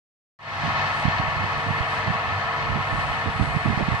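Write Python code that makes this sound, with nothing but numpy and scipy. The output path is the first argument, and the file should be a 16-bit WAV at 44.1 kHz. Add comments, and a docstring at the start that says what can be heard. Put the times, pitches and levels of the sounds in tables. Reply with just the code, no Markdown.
"""After a short silence, a diesel engine, probably a winch, fades in on an open hillside.
It runs at a steady speed: its knocks repeat every cycle and excite the resonances of the housing,
over a low exhaust hum, a faint gliding whine and a thin hiss. From the first second on, wind bumps
against the microphone, mostly on the right; the bumps come thickest in the last second."""
import sys
import numpy as np
from scipy import signal
from scipy.fft import rfft, irfft
from scipy.io import wavfile

SR = 44100
rng = np.random.default_rng(int(sys.argv[2]) if len(sys.argv) > 2 else 0)


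def file_out(sig):
    """Save sig as 16-bit WAV at sys.argv[1]."""
    # one column per channel
    cols = np.atleast_2d(sig).T
    # limit, then scale
    lim = np.clip(cols, -1, 1)
    pcm = np.round(lim * 32767).astype(np.int16)
    wavfile.write(sys.argv[1], SR, pcm)


N = 176400
TIME, FREQS = np.arange(N) / SR, np.fft.rfftfreq(N, 1 / SR)


def engine():
    """Superposition: clatter and exhaust follow one count of engine cycles and so stay in step."""
    # Each row: time in seconds, speed in cycles per second.
    speed = [(.4, 16.22), (.85, 16.27), (1.1, 16.2), (1.4, 16.3), (1.7, 16.22), (2.1, 16.3), (2.55, 16.26),
             (2.95, 16.36), (3.35, 16.21), (4, 16.22)]
    # Each row: time in seconds, gain in dB.
    level = [(.4, 0.3), (.85, 1), (1.45, -0.8), (2.35, -0.24), (2.6, -0.86), (2.9, -0.7), (3.3, -1.5),
             (4, -2)]
    cycles = np.cumsum(in_time(speed)) / SR
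    sound = shade_treble(clatter(cycles)) + exhaust(cycles)
    return from_db(in_time(level)) * at_ports(sound)


def clatter(cycles):
    """Resonance and interference: knocks ring the housing; reflections cancel narrow bands."""
    # Each row: resonance in Hz, bandwidth in Hz, left and right peak levels in dB.
    housing = [(516.6, 31, -72.5, -63), (683.7, 81, -57.5, -57.5), (761, 49, -57.5, -54.5),
               (839, 59, -58.5, -58), (916, 23.3, -53, -60), (986, 58, -56.5, -60), (1068, 71, -65, -56),
               (1110.6, 54, -53, -53), (1281.5, 70, -56.5, -60), (1398.5, 46.5, -55, -68.5),
               (1464, 42, -57, -88), (1675, 33, -60, -77), (1784, 67, -52.5, -56.5), (1878, 50, -57, -69.5),
               (2016, 140, -64.5, -61), (2104, 32, -55.5, -53), (2207, 63, -55.5, -61),
               (2466, 74, -61.5, -71.5), (2624, 172, -62.5, -68.5), (2884, 46, -61, -91),
               (3057, 83, -63.5, -82), (3350, 260, -96.5, -73), (4317, 54, -92, -68.5),
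               (4602, 125, -76, -87.5)]
    # The broad spectrum beneath. Each row: frequency in Hz, left and right relative levels in dB.
    broadband = [(30, -78, -87), (107, -58, -59.5), (236, -65, -68), (435, -73.5, -73.5), (597, -67.5, -64),
                 (1000, -68, -67.5), (1920, -62.5, -63.5), (3000, -76.5, -74.5), (3890, -72, -73.5),
                 (4950, -86, -77), (6450, -89.5, -86), (8560, -112, -100), (12300, -130, -120)]
    # Each row: frequency of a cancellation in Hz, gain at its centre in dB.
    dips = [(790, -9), (893, -8), (1190, -7), (1398, -6), (1650, -6), (1945, -5.5)]
    broadband_db, dip_width_hz = -1.13, 5.8
    force = knocking(cycles)
    drives = [rattle(cycles, force) for _ in range(4)]
    spectrum = drives[-1] * from_db(over_hz(broadband) + broadband_db)
    for k, (hz, width, left_db, right_db) in enumerate(housing):
        detune = 2 * (FREQS - hz) / width
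        response = 1 / (1 + 1j * np.sqrt(2) * detune - detune ** 2)
        spectrum += drives[k % 3] * response * from_db([[left_db], [right_db]])
    dips_db = sum(db * bell(FREQS - hz, dip_width_hz) for hz, db in dips)
    return irfft(spectrum * from_db(dips_db), N)


def knocking(cycles):
    """Impact excitation: the force of each knock jumps, then decays exponentially to a steady floor."""
    # Each row: position as a fraction of the cycle, relative level in dB.
    knocks = [(.09, -5), (.2, 8.5), (.27, 3), (0.478, -0.5), (.59, -2.5), (0.669, 8.5), (0.792, 2),
              (0.872, 6), (.92, 3.5)]
    decay_s, scatter_db, floor_db = 0.0015, 2.5, 4
    power = np.zeros(N)
    for position, db in knocks:
        onsets = np.searchsorted(cycles, np.arange(int(cycles[-1]) + 1) + position)
        onsets = onsets[onsets < N]
        scatter = scatter_db * rng.standard_normal(100)[:len(onsets)]
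        power[onsets] += from_db(db + scatter) ** 2
    power = signal.lfilter([1], [1, -np.exp(-2 / (decay_s * SR))], power)
    return unit_rms(np.sqrt(power + from_db(floor_db) ** 2))


def rattle(cycles, force):
    """Periodicity: in the knocks' stereo spectrum, repeated noise gives partials, fresh noise a floor."""
    # Each row: frequency in Hz, fraction of power common to left and right.
    likeness = [(100, .5), (380, .5), (520, .88), (720, .98), (1100, .94), (2000, .85), (3000, .6),
                (4000, .75), (5500, .3), (9000, .05)]
    cycle_hz, repeat_share, flicker_db = 16.26, 0.53, 0.92
    period = int(SR / cycle_hz)
    place_in_cycle = (cycles % 1 * period).astype(int)
    first, second = rng.standard_normal((2, 3, period))[:, :, place_in_cycle]
    blend = 0.68 * drift(rate_hz=1.18)  # moving air slowly shifts strength among the partials
    repeated = np.cos(blend) * first + np.sin(blend) * second
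    fresh = rng.standard_normal((3, N))
    grain = np.sqrt(repeat_share) * repeated + np.sqrt(1 - repeat_share) * fresh
    spectra = rfft(grain * force * from_db(flicker_db * drift(rate_hz=5.1)))
    common, separate = spectra[0], spectra[1:]
    alike = over_hz(likeness)
    return np.sqrt(SR / 2) * (np.sqrt(alike) * common + np.sqrt(1 - alike) * separate)


def shade_treble(sound, corner_hz=3500):
    """Shelving filter: the gain above the corner falls, so the clatter slowly grows duller."""
    # Each row: time in seconds, treble gain in dB.
    level = [(.4, 1.5), (.9, 1.5), (1.6, -0.2), (4, -0.7)]
    high_pass = 1 - 1 / (1 + (FREQS / corner_hz) ** 10)
    treble = irfft(rfft(sound) * high_pass, N)
    return sound + (from_db(in_time(level)) - 1) * treble


def exhaust(cycles):
    """Harmonics of the firing cycle: low orders hum and waver; high ones drone with jittering phase."""
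    # Each entry: frequency as a multiple of the cycle rate.
    orders = [6, 7, 8, 9, 41, 43, 51, 57, 61, 66, 70, 71, 78, 79, 89, 103, 108]
    # Each row, one per order: left and right relative levels in dB.
    levels = [(-41.5, -39.5), (-52, -50), (-52, -48), (-44, -42.5), (-50, -49), (-45, -43), (-48, -48),
              (-41.5, -44), (-43, -43), (-45, -44), (-45, -45), (-44, -41.5), (-40, -43), (-45, -46),
              (-48, -62), (-48, -59), (-43.5, -46)]
    gain_db, hum_waver_db, drone_waver_db, jitter_rad = -1, 3, 0.5, 0.24
    tones = np.zeros((2, N))
    for order, stereo_db in zip(orders, levels):
        is_drone = order > 10
        waver_db = (drone_waver_db if is_drone else hum_waver_db) * drift(rate_hz=8.7)
        gain = from_db(gain_db + np.array(stereo_db)[:, None] + waver_db)
        phase = 2 * np.pi * (order * cycles + rng.random())
        jitter = is_drone * jitter_rad * drift(rate_hz=4.2)
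        tones += gain * np.sqrt(2) * np.sin(phase + jitter)
    return tones


def at_ports(sound):
    """Phase shift: the engine reaches the two microphone ports out of step."""
    # Each row: frequency in Hz, phase lead of the left side in radians (negative is a lag).
    left_lead = [(100, -.1), (900, -.05), (1050, -1), (1170, -.9), (1230, .1), (1330, -.5), (1400, -1.7),
                 (1500, -4), (1700, -7.5), (1950, -9.2), (2020, -7.3), (2100, -9.4), (2250, -9.8),
                 (2550, -13.6), (2750, -15), (2950, -13), (3700, -13), (3820, -16.3), (4050, -18.8),
                 (5200, -21)]
    left, right = sound
    shift = np.exp(1j * over_hz(left_lead)[0])
    return np.array([irfft(rfft(left) * shift, N), right])


def wind():
    """Turbulence at the ports: a lumpy rumble, pressure swings wrapped in eddies, and brighter buffets."""
    # Each row: centre of a bump in seconds, relative peak level in dB, pitch in Hz.
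    bumps = [(.638, -20, 170), (.651, -18, 130), (.681, -19, 150), (1.055, -6.5, 140), (1.083, -7.5, 140),
             (1.2, -14, 145), (1.285, -18, 95), (1.371, -18, 100), (1.709, -13, 130), (1.809, -13.5, 100),
             (2.08, -13, 100), (2.104, -14, 120), (2.157, -19.5, 135), (2.761, -17, 160), (2.928, -17, 105),
             (2.987, -19, 115), (3.262, -17, 210), (3.276, -12.5, 120), (3.36, -17, 110), (3.398, -14, 180),
             (3.413, -6.5, 105), (3.438, -15, 135), (3.478, -15, 115), (3.548, -16, 125), (3.568, -8, 105),
             (3.661, -8, 185), (3.73, -18, 125), (3.777, -11.5, 140), (3.809, -8.5, 230),
             (3.828, -10.5, 135), (3.887, -9.5, 160), (3.922, -10.5, 105), (3.947, -14, 110)]
    # Each row: centre of a buffet in seconds, eddy level in dB, half length in seconds, rush level in dB.
    buffets = [(.67, -29.5, 0.055, -55), (2.102, -28, 0.029, -52), (2.778, -25.5, .025, -45),
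               (3.283, -25, .015, -36), (3.43, -25, 0.028, -43), (3.803, -24, 0.018, -24.5),
               (3.93, -24, 0.019, -35)]
    # Each row: time in seconds, rumble level in dB.
    rumble_level = [(.4, -50), (.65, -35), (.85, -41), (1.2, -33), (1.6, -33.5), (2.1, -41.5),
                    (2.35, -42.5), (2.7, -30.5), (3.1, -35.5), (3.4, -31), (3.85, -30.5), (4, -44)]
    # Three noise spectra. Each row: frequency in Hz, relative level in dB.
    rumble_colour = [(18, -20), (30, -6.5), (60, -1), (110, -2.5), (170, -7.5), (260, -14), (400, -22.5),
                     (700, -45.5), (2000, -94)]
    eddy_colour = [(30, -11), (80, 0.5), (160, 2), (280, -6.5), (430, -14), (1000, -40), (2500, -76)]
    rush_colour = [(100, -10), (220, -4), (550, 3), (900, -16), (3000, -70)]
    swing_db, eddy_db, eddy_half_s = 0.5, -19, 0.014
    lumps_db, left_db, low_cut_hz = 5, -23.5, 43
    swings, eddies, rush = np.zeros((3, N))
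    for centre, db, hz in bumps:
        spread = np.minimum((np.pi * hz * (TIME - centre)) ** 2, 20)
        swings += from_db(db + swing_db) * (1 - 2 * spread) * np.exp(-spread)  # Ricker pulse
        eddies += from_db(db + eddy_db) * bell(TIME - centre, eddy_half_s)
    for centre, db, half_length, rush_db in buffets:
        swell = bell(TIME - centre, half_length)
        eddies = np.hypot(eddies, from_db(db) * swell)  # powers add
        rush += from_db(rush_db) * swell
    rumble = from_db(in_time(rumble_level) + lumps_db * drift(rate_hz=7.6))
    layers = [(rumble, rumble_colour), (eddies, eddy_colour), (rush, rush_colour)]
    left, right = (sum(gain * coloured(colour) for gain, colour in layers) for _ in range(2))
    low_cut = signal.butter(2, low_cut_hz, "high", fs=SR, output="sos")
    return signal.sosfilt(low_cut, [from_db(left_db) * left, right + swings])


def whine():
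    """Frequency and amplitude modulation: a faint tone, perhaps a fan or a pump, glides and wavers."""
    # Each row: time in seconds, pitch in Hz.
    pitch = [(.4, 439.6), (1.1, 444), (1.7, 460), (2.25, 450), (3, 458.5), (3.45, 452), (4, 438)]
    # Each row: time in seconds, gain in dB.
    level = [(.4, -13), (1.4, 1.6), (3, 2), (4, 0.5)]
    stereo_db, waver_db, pitch_wander = np.array([[-51.5], [-48.5]]), 3, 0.0031
    hz = in_time(pitch) * (1 + pitch_wander * drift(rate_hz=2.65))
    gain = from_db(stereo_db + in_time(level) + waver_db * drift(rate_hz=5.9))
    return gain * np.sqrt(2) * np.sin(2 * np.pi * np.cumsum(hz) / SR)


def hiss(left_db=-45, right_db=5.5):
    """Amplitude-modulated noise: a faint high hiss swells and sinks on the right."""
    # Each row: time in seconds, relative level in dB.
    level = [(0.67, -62.5), (0.79, -66.5), (1.01, -56), (1.09, -65), (1.85, -61.5), (1.95, -58),
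             (2.06, -64.5), (2.78, -64.5), (3.0, -56.5), (3.28, -63), (3.44, -56), (3.82, -62.5),
             (4.0, -59.5)]
    # Each row: frequency in Hz, relative level in dB.
    colour = [(3000, -29.5), (6000, -3), (8000, 5.5), (9500, 3), (11000, -10), (13000, -35)]
    return np.array([from_db(db + in_time(level)) * coloured(colour) for db in (left_db, right_db)])


def coloured(colour):
    """Spectral shaping: white noise takes on the given spectrum, at unit rms."""
    white = rfft(rng.standard_normal(N))
    return unit_rms(irfft(white * from_db(over_hz(colour)[0]), N))


def drift(rate_hz):
    """Low-pass noise: a slow random fluctuation of unit rms."""
    hz = FREQS[:800]
    real, imaginary = rng.standard_normal((2, len(hz)))
    spectrum = (real + 1j * imaginary) * (hz > 0) / (1 + (hz / rate_hz) ** 2)
    return unit_rms(irfft(spectrum, N))


def bell(offset, half_width):
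    """Gaussian curve: 1 at the centre, 1/e at one half width from it."""
    return np.exp(-np.minimum((offset / half_width) ** 2, 20))


def in_time(rows):
    """Linear interpolation of a curve at every sample."""
    return np.interp(TIME, *np.transpose(rows))


def over_hz(rows):
    """Interpolation of each column along a logarithmic frequency axis."""
    hz, *columns = np.transpose(rows)
    return np.array([np.interp(np.log(FREQS + 1), np.log(hz), column) for column in columns])


def from_db(db):
    """Amplitude ratio of a level in decibels."""
    return 10 ** (np.asarray(db) / 20)


def unit_rms(x):
    """Normalisation to unit mean power."""
    return x / np.sqrt(np.mean(x ** 2) + 1e-20)


def scene():
    """Superposition: the pressures of engine, whine, wind and hiss add."""
    return engine() + whine() + wind() + hiss()


def record(dry):
    """Gating and band limiting: silence, then a quick fade-in, with the highest treble cut off."""
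    start_s, fade_s, start_gain, cutoff_hz = 0.389, 0.29, from_db(-26.5), 14200
    rise = np.clip((TIME - start_s) / fade_s, 0, 1) ** 0.98
    fade = (TIME > start_s) * (start_gain + (1 - start_gain) * rise)
    low_pass = signal.cheby2(12, 70, cutoff_hz, fs=SR, output="sos")
    return signal.sosfilt(low_pass, dry * fade + 1e-18)


dry = scene()
out = record(dry)
file_out(out)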